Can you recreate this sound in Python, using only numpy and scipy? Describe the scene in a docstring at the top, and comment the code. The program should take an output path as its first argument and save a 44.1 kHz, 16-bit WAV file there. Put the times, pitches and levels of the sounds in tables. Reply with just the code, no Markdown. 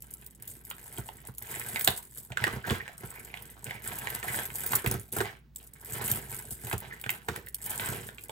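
"""In a quiet room, bead necklaces are pulled out of a tangled heap on a table, close to two microphones.
Small beads tick and rattle: sharp touches, each with a short noisy jostle, through bright resonances.
Strands drag and larger beads clack on the tabletop at lower pitches; rubbing beads chirp on one resonance.
Bumps ring the table's low modes, and rolling beads and the sleeve make it rumble.
Faint filtered noise and a wavering low hum lie underneath."""
import sys
import numpy as np
from scipy import signal
from scipy.fft import rfft, irfft, next_fast_len
from scipy.io import wavfile

SR = 44100
rng = np.random.default_rng(int(sys.argv[2]) if len(sys.argv) > 2 else 0)


def unload_audio(sound):
    """Save the sound as a 16-bit wav file, at the path given as the first command line argument."""
    columns = np.transpose(np.atleast_2d(sound))
    # keep every value between -1 and 1, then stretch to whole-number steps
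    steps = np.round(np.clip(columns, -1, 1) * 32767)
    wavfile.write(sys.argv[1], SR, steps.astype(np.int16))


N = 366471
TIME = np.arange(N) / SR   # s

# Levels in these tables are relative, ahead of each layer's trim and the room.
# bead against bead: (time [s], level [dB], pitch of the bead [Hz])
TICKS = [(0.0224, -31, 11900), (0.111, -31, 11000), (0.1388, -23.5, 10550), (0.264, -30, 8300),
         (0.4237, -30, 11200), (0.478, -25.5, 12500), (0.702, -26, 13300), (0.983, -27, 8100),
         (1.2722, -29.5, 10200), (1.383, -26.5, 10800), (1.424, -29, 12000), (1.597, -24, 11000),
         (1.689, -30, 8300), (1.795, -20, 15500), (1.811, -18, 15300), (1.8466, -11, 11000),
         (1.8755, -13, 13700), (1.905, -20, 11300), (1.978, -29, 13000), (2.98, -32.5, 8300),
         (3.105, -31.5, 7960), (3.249, -31.5, 7500), (3.4233, -31.5, 11100), (3.6433, -24.5, 8080),
         (3.986, -24, 11100), (4.1024, -26, 11700), (4.15, -21, 11300), (4.352, -22.5, 11900),
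         (4.5567, -19.5, 11600), (4.6645, -19, 15400), (4.721, -17.5, 13300), (4.7532, -12, 13300),
         (4.757, -12.5, 15300), (4.862, -24, 12500), (4.875, -18.5, 9900), (4.9134, -15.5, 9700),
         (4.94, -23.5, 11300), (4.997, -31, 10300), (5.125, -23, 11200), (5.5608, -25, 7600),
         (5.736, -36.5, 7800), (5.9233, -25.5, 7900), (6.0791, -18.5, 12900), (6.115, -13.5, 13000),
         (6.508, -27.5, 11200), (6.73, -22.5, 11250), (6.78, -27, 11000), (6.804, -31, 11300),
         (7.014, -29.5, 10300), (7.104, -17.5, 13700), (7.3612, -27.5, 10900), (7.464, -34, 15600),
         (7.486, -30.5, 10600), (7.5457, -17, 11530), (7.662, -20, 11100), (7.778, -22.5, 8600),
         (7.888, -22.5, 8260), (8.238, -31, 10700)]
# larger beads landing on the tabletop: (time [s], level [dB], pitch of the clack [Hz])
CLACKS = [(0.7118, -35.5, 1360), (0.7125, -33.5, 2750), (0.976, -37, 3000), (1.088, -42.5, 2950),
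          (1.089, -36, 850), (1.615, -31.5, 1890), (1.7598, -21.5, 2200), (1.81, -28.5, 1840),
          (1.8756, -10, 3800), (1.877, -18, 754), (2.32, -36.5, 2550), (2.322, -36, 704),
          (2.3725, -21, 1590), (2.44, -16.5, 1820), (2.47, -25.5, 1800), (2.478, -26.5, 1280),
          (2.679, -32, 1950), (2.699, -26, 3600), (2.707, -22, 440), (2.751, -34, 1670),
          (2.879, -31.5, 1960), (3.341, -30, 2280), (3.372, -37, 2620), (3.667, -37, 2040),
          (3.709, -30, 2160), (3.919, -33.5, 2150), (4.072, -23.5, 1880), (4.229, -30, 1780),
          (4.344, -26, 1750), (4.503, -34, 1780), (4.734, -22, 1230), (4.845, -48, 1950),
          (4.862, -23, 1960), (5.166, -38, 2100), (5.186, -27, 880), (5.205, -22, 1600), (5.21, -31, 1840),
          (5.255, -34, 840), (6.024, -36, 1760), (6.083, -34, 2260), (6.67, -33.5, 590),
          (6.7135, -28, 1590), (6.728, -26, 2380), (6.73, -29.5, 710), (6.85, -42, 1960),
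          (7.04, -31.5, 1900), (7.063, -31, 1470), (7.093, -20.5, 2190), (7.287, -25.5, 1880),
          (7.362, -32.5, 1730), (7.47, -40, 1820), (7.797, -25, 2100), (8.089, -35, 1700),
          (8.183, -38, 2680), (8.295, -31.5, 750)]
# the heap or a hand bumping the table: (time [s], level [dB], hardness: knock against boom [dB])
THUDS = [(0.984, -30.5, -8.5), (1.286, -37.5, -9.5), (1.879, -28.5, -2.5), (2.303, -34.5, -15),
         (2.414, -31, -17), (2.467, -40, 9.5), (2.53, -31.5, -9), (2.562, -29, -8.5), (2.706, -24.5, -7),
         (3.035, -35, -6.5), (4.845, -38, 6), (4.863, -22, -13), (4.915, -31.5, -3), (4.941, -29, -3.5),
         (5.166, -32.5, 2), (5.178, -30, -14), (5.206, -36, 11), (6.013, -36, -0.5), (6.115, -30.5, -21),
         (6.513, -38, -12.5), (6.637, -37, -13), (6.731, -26.5, -2.5), (6.742, -30.5, -20),
         (7.06, -35.5, -6), (7.285, -31, 3.5), (7.886, -29.5, -7)]
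# polished beads rubbing on each other: (time [s], length [s], level [dB], pitch [Hz])
RUBS = [(1.762, 0.022, -36, 2010), (2.634, 0.037, -41, 1560), (2.799, 0.02, -37.5, 2060),
        (3.147, 0.039, -51.5, 2110), (3.189, 0.027, -54, 2200), (3.668, 0.13, -50.5, 2170),
        (6.9, 0.051, -44.5, 1880)]
# the hand pulls or shifts a strand: (time of full grip [s], rise before it [s], length after it [s],
# swell over the pull [dB], bead rattle [dB], drag on the tabletop [dB], table shake [dB])
PULLS = [(0.486, 0.054, 0.014, 4.5, -44.5, -59, -56), (0.685, 0.03, 0.32, 9.5, -50.5, -58, -57.5),
         (1.036, 0.04, 0.26, -4.5, -53, -60, -59), (1.414, 0.032, 0.14, 8, -44, -47.5, -51.5),
         (1.573, 0.073, 0.33, 3, -38, -45.5, -46), (1.971, 0.026, 0.048, -10.5, -43, -64, -57),
         (2.175, 0.072, 0.05, 0.5, -44.5, -59.5, -58.5), (2.393, 0.055, 0.15, 2, -53, -42, -43.5),
         (2.678, 0.06, 0.044, 3, -47, -37, -34), (2.793, 0.029, 0.15, 2, -62, -52, -66),
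         (3.012, 0.032, 0.56, -4, -53.5, -54, -55), (3.665, 0.043, 0.084, -3, -52, -45.5, -44.5),
         (3.858, 0.045, 0.32, -1.5, -41.5, -42, -46), (4.24, 0.027, 0.16, 1, -36, -38.5, -44.5),
         (4.535, 0.15, 0.23, 9, -38, -44.5, -45.5), (4.71, 0.0088, 0.011, 0, -52.5, -38, -43),
         (4.875, 0.035, 0.059, 0.5, -45, -43.5, -35.5), (5.127, 0.008, 0.037, -2.5, -33.5, -46.5, -42),
         (5.181, 0.018, 0.02, 1.5, -60, -36.5, -38.5), (5.25, 0.0077, 0.037, -9.5, -71, -41, -43.5),
         (5.588, 0.03, 0.051, -2, -52, -60, -60), (5.899, 0.13, 0.26, 4.5, -38.5, -41.5, -42),
         (6.32, 0.029, 0.073, -6.5, -40, -49.5, -50.5), (6.508, 0.0075, 0.011, -2.5, -38.5, -71, -65),
         (6.637, 0.039, 0.062, 2, -40.5, -50, -45.5), (6.827, 0.034, 0.15, -5, -68, -50, -51.5),
         (7.103, 0.0098, 0.077, -3.5, -48.5, -49, -51.5), (7.277, 0.023, 0.089, 6.5, -70, -48, -43.5),
         (7.659, 0.081, 0.21, 4.5, -38, -40, -45.5), (7.914, 0.071, 0.16, -10.5, -46, -45, -44)]
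# how fast each dies away once the hand lets go: (rattle [dB/s], drag [dB/s], shake [dB/s])
SETTLE_DB_PER_S = (178, 199, 196.5)
# light fingering of the heap between pulls; the hand lifts clear once: (time [s], level [dB])
FINGERING = [(0.0, -56.5), (1.5, -60.5), (3.6, -63), (4.5, -51.5), (5.1, -58), (5.4, -93.5), (5.7, -80.5),
             (6.2, -46), (7.3, -63), (8.3, -54)]
# how fingering is shared out: (rattle [dB], drag [dB], shake [dB])
FINGERING_SHARE_DB = (0.5, -7, -4)
# low modes of the table: (frequency [Hz], level [dB], t60 [s])
TABLE_MODES = [(62, -9, 0.21), (94.2, -8.5, 0.12), (115, 0.5, 0.084), (122, -4.5, 0.11), (192, -9, 0.12),
               (210.5, -5, 0.087)]

# colour of small beads touching: (frequency [Hz], gain [dB])
BEAD_COLOUR = [(1200, -31), (3300, -13), (6100, -14.5), (6700, -7), (8500, -2.5), (11100, -1.5),
               (12500, -2.5), (13100, 3), (13700, -3.5), (15000, 0.5), (15600, 1.5), (15950, -21.5)]
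# colour of strands on the tabletop: (frequency [Hz], gain [dB])
DRAG_COLOUR = [(200, -18), (450, -2), (850, 1.5), (1200, -1.5), (1550, 2), (2100, 0.5), (2650, -5.5),
               (3200, -4), (4200, -8.5), (6000, -14), (9000, -21.5)]
# colour of a large bead hitting the tabletop: (frequency [Hz], gain [dB])
CLACK_COLOUR = [(200, -19), (450, -2), (720, 0.5), (1150, 0.5), (1500, 0), (2000, -0.5), (2600, -4),
                (3600, -3), (4500, -10), (5800, -17), (8000, -5.5), (11000, -16.5)]
# colour of the knock in a bump: (frequency [Hz], gain [dB])
KNOCK_COLOUR = [(150, -23.5), (300, -6.5), (420, 1), (560, -15.5), (720, -9), (1000, -14), (1400, -7),
                (3000, -30.5)]
# colour of the shaken table: (frequency [Hz], gain [dB])
RUMBLE_COLOUR = [(35, -46.5), (70, -10.5), (120, 1.5), (160, -5), (225, -6), (290, -15), (410, -6),
                 (600, -22), (1200, -33)]
# colour of the room tone: (frequency [Hz], gain [dB])
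ROOM_TONE_COLOUR = [(30, -21.5), (52, -4), (80, -12), (104, -13), (121, -2.5), (180, -10), (300, -17),
                    (600, -34), (2000, -37), (5000, -45), (12000, -55.5), (16000, -37)]

# phase between the two microphone ports: (frequency [Hz], lead of the left [rad])
PORT_PHASE = [(130, 0.24), (500, 0.6), (850, 0.58), (1100, -2), (1450, -4.5), (2100, -4.5), (3000, -5.5),
              (4000, -4.5), (7700, -6), (8500, -6), (9500, -3.5), (11400, -0.97), (12900, 1), (14200, 10),
              (15700, -24.5)]
# level between the two microphone ports: (frequency [Hz], left minus right [dB])
PORT_BALANCE = [(50, -1.5), (500, -4), (1300, -3), (2700, -4.5), (5000, -4.5), (8000, -0.5), (12000, 0)]
# early echoes from the nearest walls: (delay [s], level [dB])
ECHOES = [(0.0094, -9.5), (0.0209, -20)]

GRIP_DB = 18   # climb in level during the rise of a pull
RUB_POLE_WIDTH_HZ, RUB_WAVER = 470, 0.05   # waver is a fraction of the pitch
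HUM_HZ, HUM_DB = 59, -59.5   # centre of the wavering pitch and level
HEAP_LEAD_S = 7e-6   # arrival gap between the ports for either end of the heap
ROOM_T60_S, ROOM_TREBLE_T60_S, ECHO_SMEAR_S = 0.24, 0.057, 0.00081
CUTOFF_HZ = 16300


def from_db(db):
    """Decibels to gain."""
    return 10 ** (np.asarray(db) / 20)


def rms_one(x):
    """Scale to an rms of 1."""
    return x / np.sqrt(np.mean(x ** 2) + 1e-20)


def peak_one(x):
    """Scale to a peak of 1."""
    return x / (np.abs(x).max() + 1e-20)


def at_hz(points, hz):
    """Read a curve on a log-frequency axis."""
    f, value = np.transpose(points)
    return np.interp(np.log(np.maximum(hz, 1)), np.log(f), value)


def add(track, s, sound):
    """Mix a sound into the track from time s."""
    start = int(np.clip(round(s * SR), 0, N - 1))
    track[start:start + len(sound)] += sound[:N - start]


def response(colour, size=4096):
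    """Causal (minimum-phase) impulse response with this colour, by folding the cepstrum."""
    gain = from_db(at_hz(colour, np.fft.rfftfreq(size, 1 / SR)))
    cepstrum = irfft(np.log(gain))
    cepstrum[1:size // 2] *= 2
    cepstrum[size // 2 + 1:] = 0
    return irfft(np.exp(rfft(cepstrum)))[:size // 2]


def through(x, impulse):
    """Pass a signal through an impulse response."""
    return signal.fftconvolve(x, impulse)[:len(x)]


def resonate(x, hz, width_hz):
    """One resonance, gain about 1 on top."""
    r = np.exp(-np.pi * width_hz / SR)
    feed = np.array([1, 0, -1]) * (1 - r * r) / 2
    back = [1, -2 * r * np.cos(2 * np.pi * hz / SR), r * r]
    return signal.lfilter(feed, back, x + 1e-18)


def drift(per_s):
    """Slow random wander: straight lines between per_s knots a second, which have a spread of 1."""
    knots = rng.standard_normal(4000)
    return np.interp(TIME * per_s, np.arange(len(knots)), knots)


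def contact(t60, jostle_db, size=3072):
    """One sharp touch, then the neighbours on the string jostle and die away."""
    tail = rng.standard_normal(size) * from_db(-60 * np.arange(size) / SR / t60)
    tail *= from_db(jostle_db) / np.linalg.norm(tail)
    tail[0] = 1
    return tail


def collisions(per_s, spread_db, t60, jostle_db):
    """Random touches of uneven strength, each with a short jostle; power stays even at any rate."""
    born = rng.random(N) < per_s / SR
    strength = from_db(spread_db * np.minimum(rng.exponential(1, N), 3))
    clicks = born * strength * rng.choice([-1, 1], N) / np.sqrt(per_s)
    keep = from_db(-120 / (t60 * SR))   # the power, not the amplitude, decays by this each sample
    power = signal.lfilter([1 - keep], [1, -keep], clicks ** 2 + 1e-18)
    return clicks + from_db(jostle_db) * np.sqrt(power) * rng.standard_normal(N)


def background():
    """Faint room tone, partly shared by both sides, with a hum that wavers in phase and level."""
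    tone = response(ROOM_TONE_COLOUR)
    shared, left, right = (rms_one(through(rng.standard_normal(N), tone)) for _ in range(3))
    hum_wave = np.sqrt(2) * np.sin(2 * np.pi * HUM_HZ * TIME + 0.6 * drift(6))
    hum = hum_wave * from_db(HUM_DB + 2.8 * drift(3.6))
    return from_db(-61.5) * shared + from_db(-67.0) * np.array([left, right]) + hum


def handling():
    """Levels of rattle, drag and shake in dB: each pull takes hold, swells or fades, then settles."""
    fingering_db = np.interp(TIME, *np.transpose(FINGERING))
    power = from_db(fingering_db + np.array(FINGERING_SHARE_DB)[:, None]) ** 2
    settle = np.array(SETTLE_DB_PER_S)[:, None]
    for s, rise, length, swell_db, *levels_db in PULLS:
        near = slice(max(int((s - .5) * SR), 0), int((s + length + .5) * SR))
        t = TIME[near] - s
        grip_db = GRIP_DB * np.minimum(t / rise, 0)
        effort_db = grip_db + swell_db * (np.clip(t / length, 0, 1) - .5)
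        settle_db = settle * np.maximum(t - length, 0)
        power[:, near] += from_db(np.array(levels_db)[:, None] + effort_db - settle_db) ** 2
    return 10 * np.log10(power)


def rattle(level_db):
    """Small beads of four sizes click together in clumps, more often the harder the handling."""
    per_s = 29 * from_db(.55 * (level_db + 51.0) + 5 * drift(40))   # for each size
    grains = 0
    for hz in np.geomspace(8000, 14000, 4):
        touches = collisions(per_s, spread_db=4.7, t60=.008, jostle_db=2.0)
        grains = grains + touches + from_db(4.5) * resonate(touches, hz, width_hz=1200)
    soft_top = signal.butter(3, 14600, fs=SR, output="sos")   # light touches lack the very top
    grains = signal.sosfilt(soft_top, through(grains, response(BEAD_COLOUR)))
    return from_db(level_db - 5.5) * rms_one(grains * from_db(3.3 * drift(64)))


def drag(level_db):
    """Strands skip over the tabletop; each size of bead has its own pitch, and each wavers in level."""
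    per_s = 24 * from_db(.65 * (level_db + 52.5))   # for each size
    grains = 0
    for hz in np.geomspace(700, 2900, 10):
        touches = collisions(per_s, spread_db=3.8, t60=.012, jostle_db=3.0)
        touches = touches * from_db(1.8 * drift(15))
        grains = grains + touches + from_db(11) * resonate(touches, hz, width_hz=.25 * hz)
    coloured = through(grains, response(DRAG_COLOUR))
    return from_db(level_db - 4.0) * rms_one(coloured * from_db(2.0 * drift(35)))


def rumble(level_db):
    """The rolling beads and the sleeve shake the table: dense touches with a low colour."""
    touches = collisions(500, spread_db=4.5, t60=0.015, jostle_db=4.5)
    return from_db(level_db - 2.0) * rms_one(through(touches, response(RUMBLE_COLOUR)))


def ticks():
    """Hard beads meet in a bright tick coloured by their size."""
    out, bright = np.zeros(N), response(BEAD_COLOUR)
    for s, level_db, hz in TICKS:
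        touch = through(contact(t60=.013, jostle_db=4.5), bright)
        ring = from_db(6.5) * resonate(touch, hz, width_hz=520)
        add(out, s, from_db(level_db + 3.5) * peak_one(touch + ring))
    return out


def clacks(landings):
    """A large bead lands on the tabletop with a dry crack; its size sets a brief resonance."""
    out, top = np.zeros(N), response(CLACK_COLOUR)
    for s, level_db, hz in landings:
        crack = through(contact(t60=.018, jostle_db=5.0), top)
        ring = from_db(13) * resonate(crack, hz, width_hz=.26 * hz)
        add(out, s, from_db(level_db + 6.0) * peak_one(crack + ring))
    return out


def thuds(size=12000):
    """Each bump rings the table's low modes with strengths of its own; hard bumps knock louder."""
    out, t, knock_colour = np.zeros(N), np.arange(size) / SR, response(KNOCK_COLOUR)
    hz, mode_db, t60 = np.transpose(TABLE_MODES)[:, :, None]
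    modes = np.sin(2 * np.pi * hz * t) * from_db(mode_db - 60 * t / t60)
    onset = 1 - np.exp(-(t / 0.0079) ** 2)
    for s, level_db, hard_db in THUDS:
        boom = from_db(2 * rng.standard_normal(len(modes))) @ modes * onset
        knock = through(contact(t60=0.056, jostle_db=5.0), knock_colour)
        add(out, s, from_db(level_db) * peak_one(boom))
        add(out, s, from_db(level_db + hard_db + 10.0) * peak_one(knock))
    return out


def rubs():
    """Quick stick-slip between two beads drives a narrow resonance, wavering as they roll: a chirp."""
    out = np.zeros(N)
    slips = collisions(700, spread_db=-7.0, t60=0.02, jostle_db=-6.5)
    waver = drift(60)
    keep = np.exp(-np.pi * RUB_POLE_WIDTH_HZ / SR)
    for s, length, level_db, hz in RUBS:
        stroke = slice(int(s * SR), int((s + length) * SR))
        pitch_hz = hz * (1 + RUB_WAVER * waver[stroke])
        turn = np.exp(2j * np.pi * np.cumsum(pitch_hz) / SR)
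        # shift the moving pitch to zero, smooth there with a double pole, shift back
        smooth = signal.lfilter([1], [1, -2 * keep, keep * keep], slips[stroke] / turn)
        chirp = (smooth * turn).real
        add(out, s, from_db(level_db) * rms_one(chirp * signal.windows.tukey(len(chirp), .5)))
    return out


def ports(x, lead_s):
    """Direct sound reaches the two microphone ports with a phase gap set by pitch and direction."""
    size = next_fast_len(N + 4096)
    hz = np.fft.rfftfreq(size, 1 / SR)
    half = np.exp(.5j * (at_hz(PORT_PHASE, hz) + 2 * np.pi * hz * lead_s))
    return irfft(rfft(x, size) * np.array([half, 1 / half]), size)[:, :N]


def room(x, t60, wet_db, alike, lead_s=0, size=20000):
    """Direct sound, early echoes and a diffuse noise tail; alike is the share common to both sides."""
    t = np.arange(size) / SR
    shared = np.sqrt(alike) * rng.standard_normal(size)
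    tails = shared + np.sqrt(1 - alike) * rng.standard_normal((2, size))
    decay = from_db(-60 * t / t60) * (1 - np.exp(-(t / 0.00058) ** 2))
    power = from_db(wet_db) ** 2 * decay ** 2 / np.sum(decay ** 2)
    for delay, echo_db in ECHOES:
        smear = np.exp(-((t - delay) / ECHO_SMEAR_S) ** 2)
        power = power + from_db(echo_db) ** 2 * smear / smear.sum()
    wet = np.array([through(x, tail * np.sqrt(power)) for tail in tails])
    return ports(x, lead_s) + wet


def off_centre(pair):
    """The heap lies nearer the right microphone, so the balance leans that way at most pitches."""
    size = next_fast_len(N + 4096)
    lean_db = at_hz(PORT_BALANCE, np.fft.rfftfreq(size, 1 / SR)) / 2
    return irfft(rfft(pair, size) * from_db([lean_db, -lean_db]), size)[:, :N]


def scene():
    """Beads rattle at both ends of the heap; three spots of the tabletop each have their own room tail."""
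    rattle_db, drag_db, rumble_db = handling()
    beads = room(ticks(), ROOM_TREBLE_T60_S, wet_db=-6.5, alike=0)
    for lead_s in (-HEAP_LEAD_S, HEAP_LEAD_S):
        beads = beads + room(rattle(rattle_db), ROOM_TREBLE_T60_S, wet_db=-3.5, alike=0, lead_s=lead_s)
    spots = [clacks(CLACKS[k::3]) for k in range(3)]
    struck = sum(room(sound, ROOM_T60_S, wet_db=-7.5, alike=0) for sound in spots + [rubs()])
    sliding = room(drag(drag_db), ROOM_T60_S, wet_db=-0.5, alike=0)
    # long waves reach both microphones more alike
    table = room(rumble(rumble_db) + thuds(), ROOM_T60_S, wet_db=-12.0, alike=0.92)
    return off_centre(beads + struck + sliding + table + background())


def record(dry):
    """A steep elliptic low-pass cuts the top."""
    return signal.sosfilt(signal.ellip(10, .2, 70, CUTOFF_HZ, fs=SR, output="sos"), dry)


dry = scene()
out = record(dry)
unload_audio(out)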